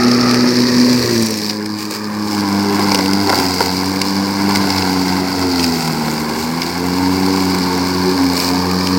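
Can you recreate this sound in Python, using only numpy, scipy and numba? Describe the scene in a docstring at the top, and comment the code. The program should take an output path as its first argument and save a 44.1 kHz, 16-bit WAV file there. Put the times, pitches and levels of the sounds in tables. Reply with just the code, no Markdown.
"""Corded electric mower, heard from the handle, pushed from a gravel drive into tall grass.
The two-ended blade hums, pumps air through the deck and slows as the grass thickens.
Each pass snips, driving a rasp and a spray of cuttings. Grit and stalks tick on the blade;
thick tufts knock in the deck. A limiter ducks on the hardest knocks."""
import sys
import numpy as np
from scipy import signal
from scipy.fft import rfft, irfft
from scipy.io import wavfile
from scipy.ndimage import uniform_filter1d, minimum_filter1d
from numba import njit

SR = 44100
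rng = np.random.default_rng(int(sys.argv[2]) if len(sys.argv) > 2 else 0)


def generate_wav(signal):
    """Clip the signal to [-1, 1] and save it as 16-bit WAV at the path in sys.argv[1]."""
    frames = np.transpose(np.atleast_2d(signal))
    scaled = np.clip(frames, -1, 1) * 32767
    pcm = np.round(scaled).astype(np.int16)
    wavfile.write(sys.argv[1], SR, pcm)


N = 396018
TIME_S = np.arange(N) / SR

# Spectral shapes: f/Hz, relative level/dB
CHURN_SPECTRUM = [(25, -41), (45, -16), (80, -6.5), (130, -5), (200, -1), (330, -1), (480, -3.5),
                  (620, -6.5), (800, -17.5), (1200, -35)]
BARE_SPECTRUM = [(350, -52), (600, -5), (830, 4), (1000, -12), (1170, 4), (1290, 9), (1470, -4), (1900, -3),
                 (2400, -5), (3200, -23), (6000, -37)]
GRAVEL_SPECTRUM = [(350, -16), (600, -21), (950, 2.5), (1300, -3.5), (1900, 1), (2400, -3.5), (3000, -16.5),
                   (4000, -32), (6000, -48)]
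GRASS_SPECTRUM = [(350, -33.5), (600, 3), (850, 1), (1150, -0.5), (1550, -5.5), (2200, -6.5), (2900, -17),
                  (3600, -16), (6000, -30.5)]
SPRAY_SPECTRUM = [(1200, -18), (2300, 10.5), (3200, -3.5), (4500, 5.5), (6000, 2.5), (7500, 3.5), (8600, 0),
                  (9800, -5.5), (12000, -6), (14000, -1), (15800, -2)]
RASP_SPECTRUM = [(2500, -28), (3400, -20.5), (3900, -8), (4400, 0.5), (4800, 2.5), (5300, -1),
                 (6000, -10.5), (7500, -23), (11000, -31)]
CRACK_SPECTRUM = [(700, -11), (1500, -12.5), (2200, 1.5), (3300, -7), (4200, 0), (5100, 7), (6300, -7.5),
                  (8000, -23), (12000, -28)]
KNOCK_SPECTRUM = [(120, -49), (300, 1), (550, 14), (800, 9.5), (1300, 3.5), (2000, -5), (4000, -41)]
SNAP_SPECTRUM = [(3500, -30), (6000, 1.5), (8000, 4.5), (10000, 1), (13000, -6), (16000, -3)]
# Air in the deck, lowest at the lawn edge: t/s, gain/dB
AIR_DB = [(0, 0), (1.15, -1), (1.29, -8), (1.9, -13), (2.15, -7.5), (2.4, -2), (2.8, 1.5), (3.1, -0.5),
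          (3.85, -1.5), (4.35, -0.5), (4.55, 4.5), (4.9, 1), (6.4, -1.5), (7.5, 0.5), (8.98, 0)]
# Deck-to-ground echo, moving with tilt: t/s, delay/ms
ECHO_MS = [(0, 1.32), (.6, 1.42), (1.3, 1.37), (1.6, 1.56), (1.9, 1.44), (2.1, 1.49), (2.5, 1.6), (3, 1.63),
           (3.5, 1.7), (4, 1.55), (5, 1.66), (5.7, 1.72), (6.3, 1.594), (7.2, 1.61), (8, 1.56),
           (8.98, 1.456)]
# Steady cutting: t/s, rasp/dB, spray/dB
CUTTING_DB = [(0, -22.5, -55), (0.8, -20.5, -29.5), (1.2, -22, -26), (1.5, -28, -30.5), (1.6, -34, -36.5),
              (2.08, -36.5, -38), (2.38, -29.5, -31.5), (3.15, -27.5, -32.5), (3.45, -24.5, -26.5),
              (3.8, -26, -29), (4.35, -27.5, -30.5), (4.6, -25.5, -29), (5.3, -28, -31), (5.6, -22.5, -26),
              (6.05, -31.5, -30.5), (6.85, -30, -31.5), (7.35, -26, -29.5), (8.98, -25, -31.5)]
# Clean snips against loose noise, highest in sparse grass: t/s, power weight/1
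SNIP_SHARE = [(0, 0.3), (1.1, 0.39), (1.7, 0.72), (2, 0.5), (2.5, 0.5), (3.5, 0.55), (5.1, 0.21),
              (5.6, 0.35), (7.5, 0.16), (8.4, 0.59), (8.98, 0.15)]
# Steel blade grazed by grit: t/s, f/Hz, level/dB re rasp
BLADE_RING = [(0, 5300, -10), (.6, 5200, -10), (1, 5600, -14), (1.28, 5470, -2), (1.5, 4976, -6),
              (1.8, 4860, -2), (2.3, 5094, -5), (3, 4867, -7), (8.98, 4460, -24)]
# Thick tufts: peak t/s, length/s, cutting swell/dB, air swell/dB
TUFT_SWELLS = [(1.81, 0.076, 10, 2), (1.94, 0.085, 10.5, 3.5), (2.76, 0.11, 1.5, 2), (2.94, 0.24, 6.5, 2.5),
               (3.37, 0.23, 4.5, 6), (3.629, 0.066, 5, 4), (4.064, 0.074, 4.5, 1), (4.77, 0.099, 2, -1.5),
               (5.681, 0.057, -1, 0), (6.4, 0.11, 6.5, 0), (6.64, 0.051, 2.5, 1), (8.41, 0.19, 11, -0.5),
               (8.89, 0.079, 2.5, 0)]
# Hits on grit, stalks and tufts, before trims: t/s, crack/dB, knock/dB, snap/dB
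BLADE_HITS = [(0.034, -9, -27, -29), (0.083, -10, -28, -32), (0.1147, -6, -30, -29),
              (0.1474, -16, -24, -29), (0.311, -7, -26, -24), (0.343, -7, -23, -25),
              (1.2241, -20, -35, -19), (1.2614, -25, -41, -22), (1.307, -17, -39, -21),
              (1.3724, -16, -42, -26), (1.496, -4.5, -26, -29), (1.506, -9, -40, -40),
              (1.6591, -14, -30, -28), (1.909, -14, -26, -23.5), (2.348, -10.5, -33, -28),
              (2.7934, -7, -11, -27), (2.9175, -1, -6, -27), (2.9457, 3, -9, -13), (2.955, 0, -26, -30),
              (2.9886, -3, -8, -31), (3.0585, -7, -19, -26), (3.133, -5, -21, -22), (3.2941, -4, -0.5, -23),
              (3.299, -2, -8, -24), (3.3276, -12, -1, -32), (3.542, -15, -29, -22),
              (3.6054, -3.5, -3.5, -22), (4.0156, 3, -22, -18), (4.507, -8.5, -24, -39),
              (4.5573, 0, -24, -23), (4.7024, -3.5, -11, -24), (4.782, -4.5, -24, -40),
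              (4.8226, -6, -33, -40), (5.5955, -3.5, -17, -34), (5.6414, -1.5, -30, -21),
              (5.876, -11, -15.5, -22), (6.081, -12, -11.5, -37), (6.1782, -12, -28, -43),
              (6.6182, -4, -28, -34), (6.6295, -9, -40, -40), (8.8705, -4, -32, -25)]
# Blade-pass rate: t/s, f/Hz
BLADE_HZ = [(0, 121.7), (0.98, 123.5), (1.38, 105.4), (2.3, 105), (2.47, 99.8), (2.85, 101.6), (3.0, 95),
            (3.22, 100.2), (3.42, 92), (3.72, 92), (4.1, 97.4), (4.52, 99.7), (4.9, 92.2), (5.38, 93),
            (5.75, 82.3), (6.1, 76), (6.38, 77.3), (6.65, 86), (7.0, 91.7), (7.3, 94.7), (7.7, 90),
            (8.15, 92.3), (8.33, 88.7), (8.98, 93)]
# Weak overtones: harmonic number, level/dB re buzz base
BUZZ_PARTIALS = [(4, -9.5), (5, -13.5), (6, -24.5), (7, -13.5), (8, -15.5), (9, -20.5), (10, -18),
                 (11, -31)]
# Deck radiation, best near 250 Hz: f/Hz, level/dB
RADIATION_DB = [(76, -37), (90, -29), (100, -31), (122, -28.5), (154, -18.5), (172, -21), (186, -20.5),
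                (205, -17), (226, -15), (246, -15.5), (280, -14.5), (312, -16.5), (368, -23)]
# Hum strength, down on leaving the gravel and when bogged: t/s, gain/dB
HUM_DB = [(0, 3), (1.23, 2.5), (1.28, -6), (1.6, -5.5), (2.05, -9.5), (2.35, -2), (2.75, 2.5), (3.2, 1.5),
          (3.7, -4.5), (4.3, -1), (5.0, 1.5), (5.9, -4.5), (6.7, -5.5), (7.2, 2), (7.8, -1), (8.7, 2)]
# Nasal spells, harmonic 2 yielding to 3: peak t/s, length/s, swing/dB
NASAL_SWELLS = [(0.52, 0.09, 5.5), (1.07, 0.078, 8), (3.43, 0.19, 5), (5.6, 0.18, 4), (6.4, 0.19, 7.5),
                (8.22, 0.115, 8.5)]
# Harmonics 1-3: drive/dB; loss/dB per dB of tuft; gain/dB per dB of nasal swing
DRIVE_DB = [0, -1, -5]
TUFT_CHOKE = [0.48, 0.65, 0.36]
NASAL_WEIGHT = [0, -1.15, 0.74]


def from_db(db):
    """Decibels to gain."""
    return 10 ** (np.asarray(db) / 20)


def rms_one(x):
    """Scale to unit power."""
    return x / np.sqrt(np.mean(x ** 2) + 1e-20)


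def in_time(rows):
    """Each column of a curve, per sample."""
    t_s, *columns = np.transpose(rows)
    return [np.interp(TIME_S, t_s, column) for column in columns]


def swells(rows):
    """Bell-shaped events, summed per dB column."""
    peak_s, length_s, *columns = np.transpose(rows)
    bells = np.exp(-(2 * (TIME_S[:, None] - peak_s) / length_s) ** 2)
    return [bells @ db for db in columns]


def drift(rate_hz):
    """Smooth random wander, unit RMS."""
    hop = 40
    pole = np.exp(-2 * np.pi * rate_hz * hop / SR)
    slow = signal.lfilter([1], [1, -2 * pole, pole * pole], rng.standard_normal(N // hop + 2002))[2000:]
    return np.interp(np.arange(N) / hop, np.arange(len(slow)), rms_one(slow))


def colour(x, spectrum, size=4096):
    """Minimum-phase filter; white noise keeps its power."""
    hz, db = np.transpose(spectrum)
    grid_hz = np.maximum(np.arange(size // 2 + 1) * SR / size, 1)
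    cepstrum = irfft(np.log(from_db(np.interp(np.log(grid_hz), np.log(hz), db))))
    cepstrum[1:size // 2] *= 2
    cepstrum[size // 2 + 1:] = 0
    response = irfft(np.exp(rfft(cepstrum)))
    return signal.oaconvolve(x, response / np.linalg.norm(response))[:N]


@njit
def resonance(x, centre_hz, width_hz):
    """Two-pole band-pass, moving centre."""
    turn = 2 * np.pi * centre_hz / SR
    radius = np.exp(-np.pi * width_hz / SR)
    y = np.zeros(len(x))
    for i in range(2, len(x)):
        y[i] = x[i] - x[i - 2] + 2 * radius * np.cos(turn[i]) * y[i - 1] - radius * radius * y[i - 2]
    return y


def bursts(t_s, heights, contact_s, decay_s):
    """Noise bursts: hold during contact, then decay."""
    kicks = np.zeros(N)
    np.add.at(kicks, np.clip((t_s * SR).astype(int), 0, N - 1), heights)
    length = max(int(contact_s * SR), 1)
    held = signal.oaconvolve(kicks, np.ones(length))[:N]
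    pole = np.exp(-1 / (decay_s * SR))
    tail = signal.lfilter([1], [1, -pole], np.r_[np.zeros(length), kicks[:-length]] + 1e-18)
    return (held + tail) * rng.choice([-1., 1.], N)


def chopped_air(phase, depth_db, flutter_db):
    """Turbulence, swelling at each blade pass."""
    return rms_one(rng.standard_normal(N) * from_db(depth_db * np.cos(phase) + flutter_db * drift(72)))


def deck_churn(phase, blade_hz, on_gravel):
    """Low air noise; louder on gravel and when grass clogs the deck and slows the blade."""
    clogged_db = 0.3248 * np.maximum(84.7 - blade_hz, 0)
    air = chopped_air(phase, depth_db=1, flutter_db=1)
    return from_db(7 * on_gravel ** 4 + clogged_db) * colour(air, CHURN_SPECTRUM)


def deck_roar(phase, on_gravel, snips):
    """Air and shreds in the deck: howling on bare ground, bright on gravel, damped by grass."""
    on_grass = 1 - on_gravel
    bare = np.interp(TIME_S, [.3, .55], [1, 0])
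    air = 0.98 * chopped_air(phase, depth_db=2, flutter_db=1.45) + .5 * np.sqrt(on_grass) * snips
    grounds = [(bare, BARE_SPECTRUM), (on_gravel * (1 - bare), GRAVEL_SPECTRUM),
               (on_grass, GRASS_SPECTRUM)]
    roar = sum(np.sqrt(share) * colour(air, spectrum) for share, spectrum in grounds)
    # Grass seals the rim; the cavity rings, higher for a shorter echo path.
    delay_ms, = in_time(ECHO_MS)
    cavity = chopped_air(phase, depth_db=2, flutter_db=-1)
    for _ in range(2):
        cavity = resonance(cavity, centre_hz=1740 / delay_ms, width_hz=440)
    seal = np.interp(TIME_S, [1.4, 2, 3.2, 8.98], [0, 1, 0.3, 0.51])
    bare_db = np.interp(TIME_S, [0.25, 0.45], [5, 0])
    return from_db(bare_db) * (roar + seal * rms_one(cavity))


def ground_echo(x, on_gravel):
    """Short, dull, inverted echo: moving notches."""
    delay_ms, = in_time(ECHO_MS)
    echo = np.interp(TIME_S - delay_ms / 1000, TIME_S, uniform_filter1d(x, size=11))
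    return x - (.7 - 0.39 * on_gravel ** 3) * echo


def clippings(per_s, spread_db):
    """Loose grass and grit pelt the deck at random."""
    sizes = from_db(spread_db * np.minimum(rng.exponential(1, N), 3.5))
    lands = rng.random(N) < per_s / SR
    return rms_one(bursts(TIME_S[lands], sizes[lands], contact_s=0.00045, decay_s=0.001))


def blade_snips(phase, on_gravel, spread_db, scatter_s, lopsided_db):
    """One snip per pass, mean power levelled; on gravel one blade end hits harder."""
    at = np.flatnonzero(np.diff((phase + np.pi / 2) // (2 * np.pi)))
    force, jitter = rng.standard_normal((1000, 2))[:len(at)].T
    blade_end = np.arange(len(at)) % 2
    force_db = spread_db * np.clip(force, -2, 1.7) + lopsided_db * on_gravel[at] ** 6 * (blade_end - .7)
    snips = bursts(TIME_S[at] + scatter_s * jitter, from_db(force_db), contact_s=.0014, decay_s=.0018)
    return snips / np.sqrt(np.abs(uniform_filter1d(snips ** 2, size=6000)) + 1e-9)


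def cuttings_spray(snips, bits, loose):
    """Flying cuttings: bright mix of snips, hiss and loose bits."""
    hiss = rng.standard_normal(N)
    return colour(0.5 * snips + loose * (0.79 * hiss + 0.63 * bits), SPRAY_SPECTRUM)


def blade_rasp(drive):
    """Snips, air and bits set the blade rasping, with a narrower ring on top."""
    ring_hz, ring_db = in_time(BLADE_RING)
    ring_gain = from_db(ring_db)
    ring = rms_one(resonance(drive, ring_hz, width_hz=300))
    return (colour(drive, RASP_SPECTRUM) + ring_gain * ring) / np.hypot(1, ring_gain)


def blade_strikes():
    """Hard hits: blade crack, duller deck knock, thin snap."""
    t_s, crack_db, knock_db, snap_db = np.transpose(BLADE_HITS)
    crack = bursts(t_s, from_db(crack_db - 9.5), contact_s=0.0027, decay_s=0.0017)
    knock = bursts(t_s, from_db(knock_db - 4.5), contact_s=0.0016, decay_s=0.0071)
    snap = bursts(t_s, from_db(snap_db + 1), contact_s=0.0019, decay_s=0.0024)
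    return colour(crack, CRACK_SPECTRUM) + colour(knock, KNOCK_SPECTRUM) + colour(snap, SNAP_SPECTRUM)


def blade_buzz(phase, third_db):
    """Overtones 4-11 follow harmonic 3; swirling air scatters level and phase."""
    base_db = uniform_filter1d(third_db, size=22050) - 1.1
    return sum(from_db(base_db + level_db + 4.57 * drift(4.7)) * np.cos(k * phase + drift(1.7))
               for k, level_db in BUZZ_PARTIALS)


def hum_levels_db(blade_hz, tuft_db):
    """Harmonics 1-3: set by deck radiation at their pitch, choked by tufts, wavering."""
    hz, db = np.transpose(RADIATION_DB)
    strength_db, = in_time(HUM_DB)
    nasal_db, = swells(NASAL_SWELLS)
    return [np.interp(k * blade_hz, hz, db) + drive_db + strength_db
            - choke * tuft_db + weight * nasal_db + 1.8 * drift(3.46)
            for k, (drive_db, choke, weight) in enumerate(zip(DRIVE_DB, TUFT_CHOKE, NASAL_WEIGHT), 1)]


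def blade_hum(phase, levels_db):
    """Blade-pass harmonics 1-3; each lags in the deck, wandering as the mower moves."""
    hum = np.zeros(N)
    for k, level_db in enumerate(levels_db, 1):
        lag_rad = 1.51 + 0.48 * (k - 2) ** 2 + 0.063 * drift(0.77) + 0.11 * drift(30)
        hum += from_db(level_db + 1.2 * drift(3.3)) * np.cos(k * phase - lag_rad)
    return np.sqrt(2) * hum


def scene():
    """Air, cutting and hum on one blade-pass phase, plus timed strikes; mono."""
    blade_hz, = in_time(BLADE_HZ)
    air_db, = in_time(AIR_DB)
    rasp_db, spray_db = in_time(CUTTING_DB)
    snip_share, = in_time(SNIP_SHARE)
    tuft_db, thrash_db = swells(TUFT_SWELLS)
    on_gravel = np.interp(TIME_S, [1.3, 2.2], [1, 0])
    hum_db = hum_levels_db(blade_hz, tuft_db)
    phase = 2 * np.pi * np.cumsum(blade_hz * (1 + 0.002033 * drift(15.9))) / SR

    crisp, loose = np.sqrt(snip_share), np.sqrt(1 - snip_share)
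    snips = crisp * blade_snips(phase, on_gravel, spread_db=3, scatter_s=.00045, lopsided_db=13)
    bits = clippings(per_s=200, spread_db=3.2)
    churn = from_db(-29 + 0.65 * air_db + thrash_db) * deck_churn(phase, blade_hz, on_gravel)
    roar = from_db(-25.5 + air_db + thrash_db) * deck_roar(phase, on_gravel, snips)
    rush = chopped_air(phase, depth_db=0.8, flutter_db=1.8)
    grass_db = tuft_db + 1.06 * drift(5.7)  # patchy growth
    rasp_drive = 0.82 * snips + loose * (0.87 * rush + 0.27 * bits)
    rasp = from_db(rasp_db + 0.47 * grass_db) * blade_rasp(rasp_drive)
    spray = from_db(spray_db + grass_db) * cuttings_spray(snips, bits, loose)
    deck = churn + roar + spray + blade_buzz(phase, hum_db[2]) + blade_strikes()
    return (ground_echo(deck, on_gravel) + rasp + blade_hum(phase, hum_db))[None]


def limiter(x, ceiling_db, release_db_per_s):
    """Peaks over the ceiling cut the gain at once; recovery is linear in dB."""
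    over_db = np.maximum(20 * np.log10(np.abs(x).max(axis=0) + 1e-9) - ceiling_db, 0)
    release_db = release_db_per_s * TIME_S
    cut_db = np.maximum.accumulate(over_db + release_db) - release_db
    return x * from_db(uniform_filter1d(minimum_filter1d(-cut_db, size=45), size=45))


def record(dry):
    """Limiter, then steep 16 kHz low-pass."""
    limited = limiter(dry, ceiling_db=-0.5, release_db_per_s=114)
    return signal.sosfilt(signal.ellip(12, .1, 90, 16000, fs=SR, output="sos"), limited)


dry = scene()
out = record(dry)
generate_wav(out)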